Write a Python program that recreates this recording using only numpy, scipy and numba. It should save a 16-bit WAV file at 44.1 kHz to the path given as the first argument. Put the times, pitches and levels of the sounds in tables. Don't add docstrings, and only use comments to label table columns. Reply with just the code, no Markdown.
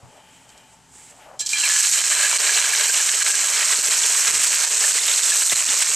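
import sys
import numpy as np
from scipy import signal
from scipy.fft import rfft, irfft, next_fast_len
from scipy.io import wavfile
from scipy.ndimage import uniform_filter1d, minimum_filter1d
from numba import njit

SR = 44100
rng = np.random.default_rng(int(sys.argv[2]) if len(sys.argv) > 2 else 0)


def gain_from_db(level_db):
    decades = np.asarray(level_db, float) / 20
    return 10 ** decades


def inscribe(sig):
    pcm = np.round(np.clip(np.atleast_2d(sig).T, -1, 1) * 32767)
    wavfile.write(sys.argv[1], SR, pcm.astype(np.int16))


N = 262395


def level(x, db=0):
    return x * gain_from_db(db) / np.sqrt(np.mean(x ** 2))


def shade(table, size):
    hz, db = np.transpose(table)
    return np.interp(np.log(np.arange(size // 2 + 1) * SR / size + 1), np.log(hz), db)


def colour(x, table):
    cep = irfft(np.log(gain_from_db(shade(table, size=4096))))
    cep[1:2048] *= 2
    cep[2049:] = 0
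    return signal.oaconvolve(x, irfft(np.exp(rfft(cep))))[:N]


def elliptic(x, order, ripple_db, stop_db, hz, kind="lowpass"):
    return signal.sosfilt(signal.ellip(order, ripple_db, stop_db, hz, kind, fs=SR, output="sos"), x)


def ring(x, hz, t60_s):
    r, turn = np.exp(-np.log(1000) / (t60_s * SR)), 2 * np.pi * hz / SR
    return signal.lfilter([0, r * np.sin(turn)], [1, -2 * r * np.cos(turn), r ** 2], x) * np.sqrt(2 * (1 - r ** 2))


def walk(rate_hz):
    k = int(SR / rate_hz)
    held = np.repeat(rng.standard_normal(N // k + 1), k)
    return 1.2 * uniform_filter1d(uniform_filter1d(held, k), k)[:N]


def crackle(per_s, scatter_db, hiss, flicker_db):
    burst = rng.random(N) < per_s / SR
    size, sign, steam = rng.exponential(size=N), rng.standard_normal(N), rng.standard_normal(N)
    clicks = np.zeros(N)
    clicks[burst] = gain_from_db(scatter_db * np.minimum(size[burst], 5.2)) * np.sign(sign[burst])
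    return (level(clicks) + hiss * steam) * gain_from_db(flicker_db * (walk(14) + walk(60)))


def swell(events, rise_s, fall_s):
    t = np.arange(N) / SR
    ramps = []
    for s, db, hold_s in events:
        corners = [s - rise_s, s, s + hold_s, s + hold_s + fall_s]
        ramps.append(db * np.interp(t, corners, [0, 1, 1, 0]))
    return np.max(ramps, axis=0)


def blips(events, cycles, glide, rise_s):
    out, t = np.zeros(N + SR), np.arange(SR // 4) / SR
    for s, db, hz in events:
        age = t * hz / cycles
        tone = np.sin(2 * np.pi * hz * t * (1 + glide * age)) * (1 - np.exp(-t / rise_s))
        out[int(s * SR):][:len(t)] += gain_from_db(db - 60 * age) * tone
    return out[:N]


# Hz, dB per Hz.
KITCHEN = [(12, -37), (20, -26), (86, -9), (122, -2.5), (227, -8.5), (332, -19), (401, -6.5), (617, -17),
           (853, -14), (1180, -11), (1720, -14), (2140, -22.5), (7600, -13), (12700, -34), (16500, -62),
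           (22000, -120)]
# Hz, width in Hz, level in dB.
FRIDGE = [(59, 3.9, -72), (117.3, 9.1, -70), (171.3, 26, -68), (265, 55, -66), (871, 62, -59.5)]


def kitchen():
    hush = level(colour(rng.standard_normal(N), KITCHEN), -58)
    return hush + sum(level(ring(rng.standard_normal(N), hz, 3.4 / width), db) for hz, width, db in FRIDGE)


# start in seconds, rise in dB, hold in seconds.
SWISHES = [
    (.012, 18, 0.032),
    (.14, 15.5, 0.037),
    (.57, 7, .01),
    (1.23, 21, 0.11),
]
# Hz, dB.
SLEEVE = [(200, -17), (450, -11), (620, 1), (780, -1), (900, -4), (1200, -9), (1800, -17.5), (4000, -39)]


def sleeve():
    envelope_db = -65.5 + swell(SWISHES, rise_s=0.17, fall_s=0.13)
    return gain_from_db(envelope_db) * level(colour(crackle(1500., 2.9, 1.0, 2.4), SLEEVE))


# start in seconds, peak in dB, top in Hz, t60 in seconds.
KNOCKS = [(0.029, -37.5, 140, 0.12), (1.245, -60, 280, 0.16), (3.788, -32, 1200, 0.027),
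          (3.884, -29, 700, 0.037), (4.266, -48, 300, 0.11), (4.283, -37, 600, 0.051),
          (4.305, -35, 500, 0.057), (4.331, -36, 500, 0.11), (4.354, -30, 700, 0.068),
          (4.374, -35, 450, 0.11), (4.549, -60, 300, .06), (1.958, -46, 500, .04), (5.519, -27, 705, 0.11)]


def knocks():
    out, t = np.zeros(N + SR), np.arange(SR // 4) / SR
    for s, db, top_hz, t60_s in KNOCKS:
        band = signal.butter(2, [80, top_hz], "bandpass", fs=SR, output="sos")
        dull = signal.sosfilt(band, rng.standard_normal(len(t)))
        out[int(s * SR):][:len(t)] += level(dull, db) * gain_from_db(-60 * t / t60_s) * (1 - np.exp(-t / 0.0017))
    return out[:N]


# start in seconds, rise in dB, hold in seconds.
SPITS = [
    (.13, 4, 0.046),
    (.33, 8, .04),
    (.43, 7, .02),
    (.5, 6.5, .03),
    (.58, 4, .02),
    (.73, 10, 0.012),
    (.95, 16.5, 0.16),
    (1.16, 10, .04),
]
# Hz, dB.
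GARLIC_FIZZ = [(2500, -15), (4500, -15), (6300, -9.5), (7800, 0), (8800, -7), (10500, -18), (13000, -29)]


def garlic_fizz():
    envelope_db = -63.5 + swell(SPITS, rise_s=0.07, fall_s=.04)
    return gain_from_db(envelope_db) * level(colour(crackle(2000., 2.3, 1.4, 0.68), GARLIC_FIZZ))


# start in seconds, rise in dB, hold in seconds.
SIMMERS = [
    (.2, 8.5, 0.43),
]
# Hz, dB.
SIMMER = [(1000, -16), (1800, -9), (2200, -10), (2420, -5), (2620, -11), (2950, -4), (3150, -3.5),
          (3400, -13), (5000, -23.5)]


def garlic_simmer():
    envelope_db = -64.5 + swell(SIMMERS, rise_s=0.18, fall_s=.17)
    return gain_from_db(envelope_db) * level(colour(crackle(1200., 2.0, 1.1, 0.87), SIMMER))


def steel(x, modes, stretch):
    return sum(gain_from_db(db) * ring(x, hz, t60_s * stretch) for hz, db, t60_s in modes)


# start in seconds, peak in dB, pan ring in dB, t60 in seconds, snap in dB.
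SPLATS = [(0.4925, -34, -12, 0.03, 0), (.502, -36, -12, .03, 0.1), (0.5776, -37.5, -10, 0.04, 3),
          (1.3923, -9.5, -6, 0.097, -13), (1.405, -12, -2, 0.053, 0), (1.412, -26, 6, 0.069, -15),
          (1.42, -29, 0, 0.24, -20), (1.462, -7, -14, 0.027, -4), (1.468, -8, -8, .025, -17),
          (1.492, -9, -12, 0.03, 4), (1.495, -11, -7, 0.11, 2), (1.529, -16, 4, 0.12, 3),
          (1.568, -17, 0, 0.055, -10), (1.598, -6.5, 3, 0.085, -10), (1.635, -11, 5, .05, -10)]
# Hz, dB, t60 in seconds.
BARE = [(1730, -18, 0.3), (2370, -13, .15), (2660, -11, .05), (2900, -5, .05), (3187, 1.5, 0.066),
        (4100, 4, 0.061), (5040, -6, 0.055), (5850, -14, 0.066), (7460, 4, 0.051), (8300, -15, .04)]
# Hz, dB.
TOUCH = [(1500, -35), (3000, -6), (4200, 2.5), (6000, 4.5), (8000, 5.5), (9500, -13), (13000, -19),
         (15000, -61)]


def splats():
    t, spray = np.arange(N) / SR, level(crackle(5400.0, 2.6, 1.2, 1.1))
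    bright, rings, snaps = 0, 0, np.zeros(N)
    for s, db, ring_db, t60_s, snap_db in SPLATS:
        age = np.clip(t - s, 0, 1)
        fade = gain_from_db(db - 11.0 - 60 * age / t60_s) * (1 - np.exp(-age / 0.00084))
        bright = bright + fade
        rings = rings + gain_from_db(ring_db) * fade
        snaps[int(s * SR)] = gain_from_db(db + snap_db + 16.5)
    hiss = colour(bright * spray + snaps * gain_from_db(-8.5), TOUCH) / np.std(colour(spray, TOUCH))
    return hiss + steel(rings * spray, BARE, 1) / np.std(steel(spray, BARE, 1))


# start in seconds, rise in dB, hold in seconds.
BRUSHES = [
    (1.0, 9.5, 0.13),
    (1.21, 12, .04),
]
# Hz, dB.
BRUSH = [(900, -20), (1400, -2), (2200, -1), (2800, -2), (4200, -11), (6000, -17)]


def cloth_brush():
    envelope_db = -65 + swell(BRUSHES, rise_s=0.072, fall_s=.08)
    return gain_from_db(envelope_db) * level(colour(crackle(1200., 2.0, 1.1, 0.87), BRUSH))


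# start in seconds, peak in dB, Hz.
HUMS = [
    (1.409, -37, 1704),
    (1.45, -44, 1720),
    (1.533, -15.5, 2370),
    (1.695, -20, 1712),
    (1.765, -28, 1712),
]


def pan_hums():
    return blips(HUMS, cycles=440, glide=0, rise_s=.003)


# time in seconds, vigour in dB, coarseness (shift to large bubbles) in dB.
CONTACT = [(1.449, -38.5, -6), (1.5, -26.5, -1), (1.58, -23, 3), (1.7, -17, 0.5), (1.9, -16, -2),
           (2.3, -19.5, 2.5), (2.6, -18.5, 2.5), (3.1, -19, -1), (3.6, -20, 1.5), (3.85, -18, -2.5),
           (4.45, -18, 0.5), (4.7, -18.5, -0.5), (5.3, -16.5, -3), (5.95, -19.5, -1)]
# time in seconds, rise in dB, length in seconds, coarseness in dB.
SURGES = [(1.658, -2.5, 0.053, 3), (1.807, 6, 0.049, 0), (1.996, 1, 0.038, 1.5), (2.146, 1, 0.083, 1),
          (2.262, 3.5, 0.04, 1), (2.472, 0.5, 0.054, 1.5), (2.573, 3, 0.037, 2.5), (2.811, 3, 0.031, 3.5),
          (2.969, 2, 0.047, 2), (3.213, -0.5, 0.048, 2.5), (3.293, 7, 0.064, 1), (3.61, 1, 0.09, 3),
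          (3.729, 4, 0.036, 3), (3.913, 1.5, 0.099, 3.5), (4.073, 5, 0.043, 0), (4.365, 9, 0.033, -2),
          (4.455, 8, 0.076, -2), (4.634, 2, 0.054, 0.5), (4.886, 7, 0.074, -0.5), (4.99, 0, 0.026, 3),
          (5.1, 0, .05, 2), (5.296, 3, 0.083, 2), (5.526, 5, 0.03, 4.5), (5.61, 0, .04, 2.5),
          (5.73, 0.5, 0.042, 1.5), (5.826, 13, 0.023, 1.5)]
# time in seconds, change in dB.
LULLS = [(1.55, -2), (1.73, 0), (1.82, -4), (1.91, -4.5), (2.03, -5.5), (2.09, -3), (2.384, -5), (2.7, 0.5),
         (2.921, -4), (3.04, -1.5), (3.15, 2), (3.24, 1.5), (3.33, -3), (3.82, -0.5), (4.01, -1.5),
         (4.28, 4), (4.5, -2.5), (4.691, -4.5), (4.79, -3), (4.931, -5), (5.05, -2), (5.22, -3.5),
         (5.455, -3.5), (5.56, 0.5), (5.65, 3)]


def boiling():
    lull_s, lull_coarse = 0.021, 0.64
    t = np.arange(0, N, 32) / SR
    when, vigour, coarse = np.transpose(CONTACT)
    vigour, coarse = np.interp(t, when, vigour, left=-90), np.interp(t, when, coarse)
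    lulls = [(s, db, lull_s, lull_coarse * db) for s, db in LULLS]
    for s, db, length_s, coarse_db in SURGES + lulls:
        bump = np.exp(-(2 * (t - s) / length_s) ** 2)
        vigour, coarse = vigour + db * bump, coarse + coarse_db * bump
    forming = -15 * np.exp(-(np.maximum(t - when[0], 0) / 0.5) ** 2)
    layers = vigour, vigour - 7.5 + coarse, vigour - 19 + coarse + forming
    return [np.interp(np.arange(N) / SR, t, db) for db in layers]


# Hz, dB.
BUBBLE = [(1000, -12.5), (1600, -6), (2400, -5.5), (3400, -8.5), (4200, -6.5), (6000, 1), (7800, 4),
          (9500, -6.5)]


def bubbles(cycles, per_cycle):
    hz, db = np.transpose(BUBBLE)
    out = 0
    for f in np.geomspace(hz[0], hz[-1], num=16):
        out = out + gain_from_db(np.interp(f, hz, db)) * ring(crackle(per_cycle * f, 2.6, 0.38, 2.1), f, cycles / f)
    return out


# Hz, dB per Hz.
FIZZ = [(1470, -33), (2500, -6), (3350, -14.5), (4230, -2), (4810, -9.5), (5300, -4), (7900, 4.5),
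        (8450, 1), (10000, -19), (12000, -23.5), (13700, -23), (14400, -32), (15100, -19)]
# Hz, dB.
SPRAY = [(7000, -39), (9500, 3), (11500, 9), (13500, -8), (14500, -21), (15500, -56)]
# Hz, dB.
BOIL = [(500, -27), (1000, -5), (1600, -0.5), (2500, 1), (3300, -3.5), (4500, -8), (7000, -29.5)]
# Hz, dB, t60 in seconds.
PAN = [(443, -5, 0.05), (458, -6, 0.046), (598, -14, 0.22), (618.6, -7.5, 0.13), (945, -3, 0.35),
       (1703, 5.5, 0.057), (2370, 9.5, 0.16), (3125, 10, 0.019), (4130, 11, 0.0081), (5030, -14, .016)]
# Hz, dB.
RINGING = [(900, -32), (1500, 3), (3200, -3.5), (5200, 6.5), (7000, -26.5)]
# Hz, dB.
DEEP = [(200, -16), (330, -40), (420, -9.5), (700, 2), (1100, -8), (1500, -8.5), (2500, -20.5)]
# time in seconds, dB.
FREE = [(1.5, 6), (1.7, -3), (1.9, -4.5), (2.3, -7.5), (3.0, -6.5), (3.35, -7), (3.6, -13), (5.95, -21)]


def sizzle():
    t = np.arange(N) / SR
    fizz_db, boil_db, deep_db = boiling()
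    free_db = np.interp(t, *np.transpose(FREE))
    spray, sung = crackle(2500., 3.53, 0.9, 0.81), bubbles(24.2, .03)
    high = signal.sosfilt(signal.butter(4, 3500, "highpass", fs=SR, output="sos"), sung)
    low = signal.sosfilt(signal.butter(4, 3500, "lowpass", fs=SR, output="sos"), sung)

    airborne = level(colour(crackle(570.0, 1.7, 0.34, 2.5), SPRAY), -21.5)
    fizz = level(level(colour(spray, FIZZ)) + airborne + level(high, -5.5))

    bursts = 0.64 * level(spray) + level(crackle(900., 3.75, 1.0, 0.39))
    pan_stretch, loaded_stretch, sag_hz = 1.4, 1.2, 44.5
    load = np.interp(t, (1.8, 2.12), [0, 1])
    loaded = [(hz - sag_hz, db, t60_s) for hz, db, t60_s in PAN]
    rung = steel(np.sqrt(1 - load) * bursts, PAN, pan_stretch)
    rung = rung + steel(np.sqrt(load) * bursts, loaded, loaded_stretch)
    boil = level(level(colour(bursts, BOIL)) + level(low, -7.0))
    boil = (boil + gain_from_db(free_db) * level(colour(rung, RINGING))) / np.sqrt(1 + gain_from_db(2 * free_db))

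    pockets = 0.42 * level(bursts) + level(crackle(300., 2.25, 0.64, 1.0))
    pocket_ring = level(colour(steel(pockets, PAN, pan_stretch), DEEP))
    deep = level(level(colour(pockets, DEEP)) + gain_from_db(7.5) * pocket_ring)
    return gain_from_db(fizz_db) * fizz + gain_from_db(boil_db) * boil + gain_from_db(deep_db) * deep


# start in seconds, peak in dB, Hz.
BLOOPS = [(1.5323, -4.5, 2370), (1.6361, -6, 2660), (1.643, -13, 2380), (1.655, -8, 2400),
          (1.664, -11, 2280), (1.7603, -9, 1700), (1.9598, -12, 2780), (2.118, -11, 1650),
          (2.128, -14, 1780), (2.16, -17, 1660), (2.195, -14, 1640), (2.232, -11, 1640), (2.2464, -8, 1660),
          (2.265, -9, 1670), (2.43, -16, 1630), (2.4924, -7.5, 1655), (2.465, -14, 2440), (2.49, -9, 2380),
          (2.642, -13.5, 1580), (2.733, -10.5, 1665), (2.795, -13, 1620), (2.896, -14, 1590),
          (2.9417, -9, 2840), (3.0, -14, 1680), (3.215, -13, 1610), (3.29, -14, 1590), (2.7351, -12, 2370),
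          (2.7984, -19, 2100), (2.8812, -13.5, 2420), (3.0898, -15, 1690), (3.3392, -16, 1620),
          (3.7233, -9, 1970), (4.0351, -8, 3080), (4.734, -16, 2550), (4.84, -9, 1770), (4.984, -16, 2030),
          (5.319, -5, 1700), (5.324, -9, 2580), (5.5227, -8, 2040), (5.8036, -18, 2090)]


def large_bubbles():
    return blips(BLOOPS, cycles=58, glide=0.021, rise_s=0.0012)


# start in seconds, peak in dB.
DROPLETS = [(1.5663, -31), (1.5803, -27), (1.655, -19), (1.681, -23), (1.8477, -18), (1.9095, -16),
            (1.9509, -25), (1.9838, -20), (2.0587, -23), (2.1031, -20), (2.3984, -26), (2.4618, -24),
            (2.5411, -23), (2.795, -29), (2.9177, -27), (2.9282, -18), (3.0639, -22), (3.1113, -26),
            (3.1238, -23), (3.3936, -21), (3.6999, -22), (3.8321, -15), (3.8636, -19), (3.914, -22),
            (3.9793, -20), (4.0691, -16), (4.2208, -16), (4.4358, -19), (4.549, -14), (4.6897, -25),
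            (4.8433, -22), (5.067, -17), (5.2195, -26), (5.2345, -22), (5.3552, -23), (5.4545, -24),
            (5.6271, -19), (5.7318, -19), (5.7907, -17), (5.8835, -21)]
# Hz, dB.
DROPLET = [(5000, -40), (9000, -16), (11000, 7), (13000, 8), (14500, -14), (15500, -30)]


def droplets():
    t, (when, db) = np.arange(N) / SR, np.transpose(DROPLETS)
    last = np.maximum(np.searchsorted(when, t) - 1, 0)
    age, air = t - when[last], rng.standard_normal(N)
    fade = (age > 0) * gain_from_db(db[last] - 4 - 60 * np.abs(age) / .004)
    return colour(air * fade, DROPLET) / np.std(colour(air, DROPLET))


# start in seconds, peak in dB, Hz.
TICKS = [(1.5718, -12, 3180), (1.612, -12, 2960), (1.6007, -16, 3930), (1.6616, -8, 4060),
         (2.3859, -8, 4320), (2.5466, -9, 4020), (3.0903, -10, 3840), (3.227, -8, 4170),
         (3.7892, -12, 4330), (3.915, -7, 4070), (4.0357, -5, 3400), (4.8204, -15, 4300),
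         (4.8778, -16, 4100), (4.9945, -8, 3580), (4.995, -8, 4100), (5.016, -10, 3600), (5.087, -9, 3620),
         (5.1147, -9, 3530), (5.139, -7, 4050), (5.1846, -11, 3600), (5.2, -8, 4100), (5.2325, -10, 3570),
         (5.259, -9, 3600), (4.3455, -15, 2670), (3.5827, -26, 3000), (5.4584, -14, 4230),
         (5.4974, -5, 3590), (5.5218, -8, 4330), (5.5597, -6, 4100), (5.6904, -9, 3570)]


def small_bubbles():
    return blips(TICKS, cycles=42, glide=0.019, rise_s=0.00046)


# start in seconds, peak in dB, Hz.
THUMPS = [
    (1.68, -29.5, 614),
    (2.392, -34, 610),
    (3.782, -35, 410),
    (3.886, -25, 426),
    (4.812, -31, 460),
    (4.954, -29.5, 446),
    (5.52, -17, 586),
    (5.688, -37, 266),
    (5.739, -28, 570),
]


def thumps():
    return blips(THUMPS, cycles=21, glide=0.07, rise_s=0.0013)


# start in seconds, length in seconds.
TOP_OPENINGS = [(1.78, .03), (1.97, .045), (2.15, 0.041), (2.45, .035), (3.49, .03), (3.75, .05), (3.83, .025),
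                (3.956, .03), (4.025, .035), (4.09, .155), (4.395, .1), (4.535, .035), (4.8, .045), (5.285, .03),
                (5.49, .09), (5.81, .045), (5.93, .03)]


def top_band(pan):
    t, top_hz, early_top_hz = np.arange(N) / SR, 14300, 13400
    opening = uniform_filter1d(sum(1. * (t > s) * (t < s + length_s) for s, length_s in TOP_OPENINGS), size=300)
    top = elliptic(pan, 8, .2, 60, top_hz, "highpass")
    pan = elliptic(pan, 8, .2, 60, top_hz) + gain_from_db(-1) * opening * top
    opened = np.interp(t, (1.55, 1.68), [0, 1])
    early = signal.sosfiltfilt(signal.ellip(6, .1, 30, early_top_hz, fs=SR, output="sos"), pan)
    return opened * pan + (1 - opened) * early


LIMIT_DB = -5
# start in seconds, dB over the limiter.
POPS = [(2.0068, 8), (2.3756, 15.5), (3.034, 7.5), (3.2337, 19.5), (3.317, 14), (3.8193, 15), (3.8921, 16),
        (4.316, 14.5), (4.495, 9), (4.6563, 14.5), (4.687, 9), (5.2, 11.5), (5.4373, 12), (5.543, 22),
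        (5.6445, 22), (5.833, 6)]


def pops():
    click, hits = np.zeros(N), np.zeros(N)
    click[0] = 1
    for s, over_db in POPS:
        hits[int(s * SR) - 6] = gain_from_db(LIMIT_DB + over_db - 8.0)
    return colour(hits, FIZZ) / np.abs(colour(click, FIZZ)).max()


def crack():
    age = np.arange(N) / SR - 2.931
    return np.diff(rng.standard_normal(N + 1)) * (age > 0) * gain_from_db(-23 - 60 * np.abs(age) / .006)


# Hz, dB.
RIM = [(120, -39), (250, -11.5), (400, -3.5), (13500, 1.5), (14300, -9), (15500, -7)]
# Hz, left minus right in dB.
LEAN = [(100, 11), (250, -3.5), (500, -1.5), (1200, 0.35), (2300, -1), (4300, -3), (8000, -2.4),
        (13000, -1)]
# Hz, side in dB.
WIDTH = [(30, -6), (100, 6), (300, -16), (700, -19), (1100, -25), (1800, -43.5), (2400, -16), (4500, -22),
         (8000, -17.5), (11000, -13.5), (14000, -21)]


def scene():
    frying = sizzle() + splats() + pops()
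    pan = colour(frying + large_bubbles() + small_bubbles() + pan_hums(), RIM)
    pan = top_band(pan + thumps() + knocks() + droplets())
    around = elliptic(garlic_simmer() + cloth_brush() + sleeve() + kitchen(), 8, .2, 50, 12850)
    tail = rng.standard_normal(2048) * np.exp(-np.arange(2048) / 300.0)
    walls = signal.fftconvolve(pan + .5 * around, tail / np.linalg.norm(tail))[:N]
    scatter = gain_from_db(-1) * walk(500) * pan
    side = colour(gain_from_db(-4.5) * walls + scatter, WIDTH) + gain_from_db(-18.5) * around
    pan = pan + crack() + garlic_fizz()
    size = next_fast_len(N)
    lean = gain_from_db(shade(LEAN, size) / 2)
    left, right = (irfft(rfft(pan, size) * gain, size)[:N] + around for gain in (lean, 1 / lean))
    return np.array([left + side, right - side])


@njit
def duck(peak, top, slope, release):
    gain, g = np.empty(len(peak)), 1.
    for i in range(len(peak)):
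        want = min(1., (top / (peak[i] + 1e-9)) ** slope)
        g = want if want < g else g + (want - g) * release
        gain[i] = g
    return gain


def roll_off(x):
    return signal.sosfilt(signal.butter(12, 15230, fs=SR, output="sos"), x)


def record(dry):
    ahead_s, release_s, ratio = 0.0033, 0.011, 12.
    ahead = int(ahead_s * SR)
    peak = -minimum_filter1d(-np.abs(dry).max(axis=0), 2 * ahead)
    gain = duck(peak, gain_from_db(LIMIT_DB), 1 - 1 / ratio, 1 / (release_s * SR))
    out = dry * uniform_filter1d(gain, ahead)
    band = signal.butter(1, [20, 120], "bandpass", fs=SR, output="sos")
    rumble = signal.sosfilt(band, np.clip(np.abs(out[1]) - .33, 0, 1) ** 2)
    return roll_off(out + gain_from_db(6.5) * rumble * np.array([[1], [-1]]))


dry = scene()
out = record(dry)
inscribe(out)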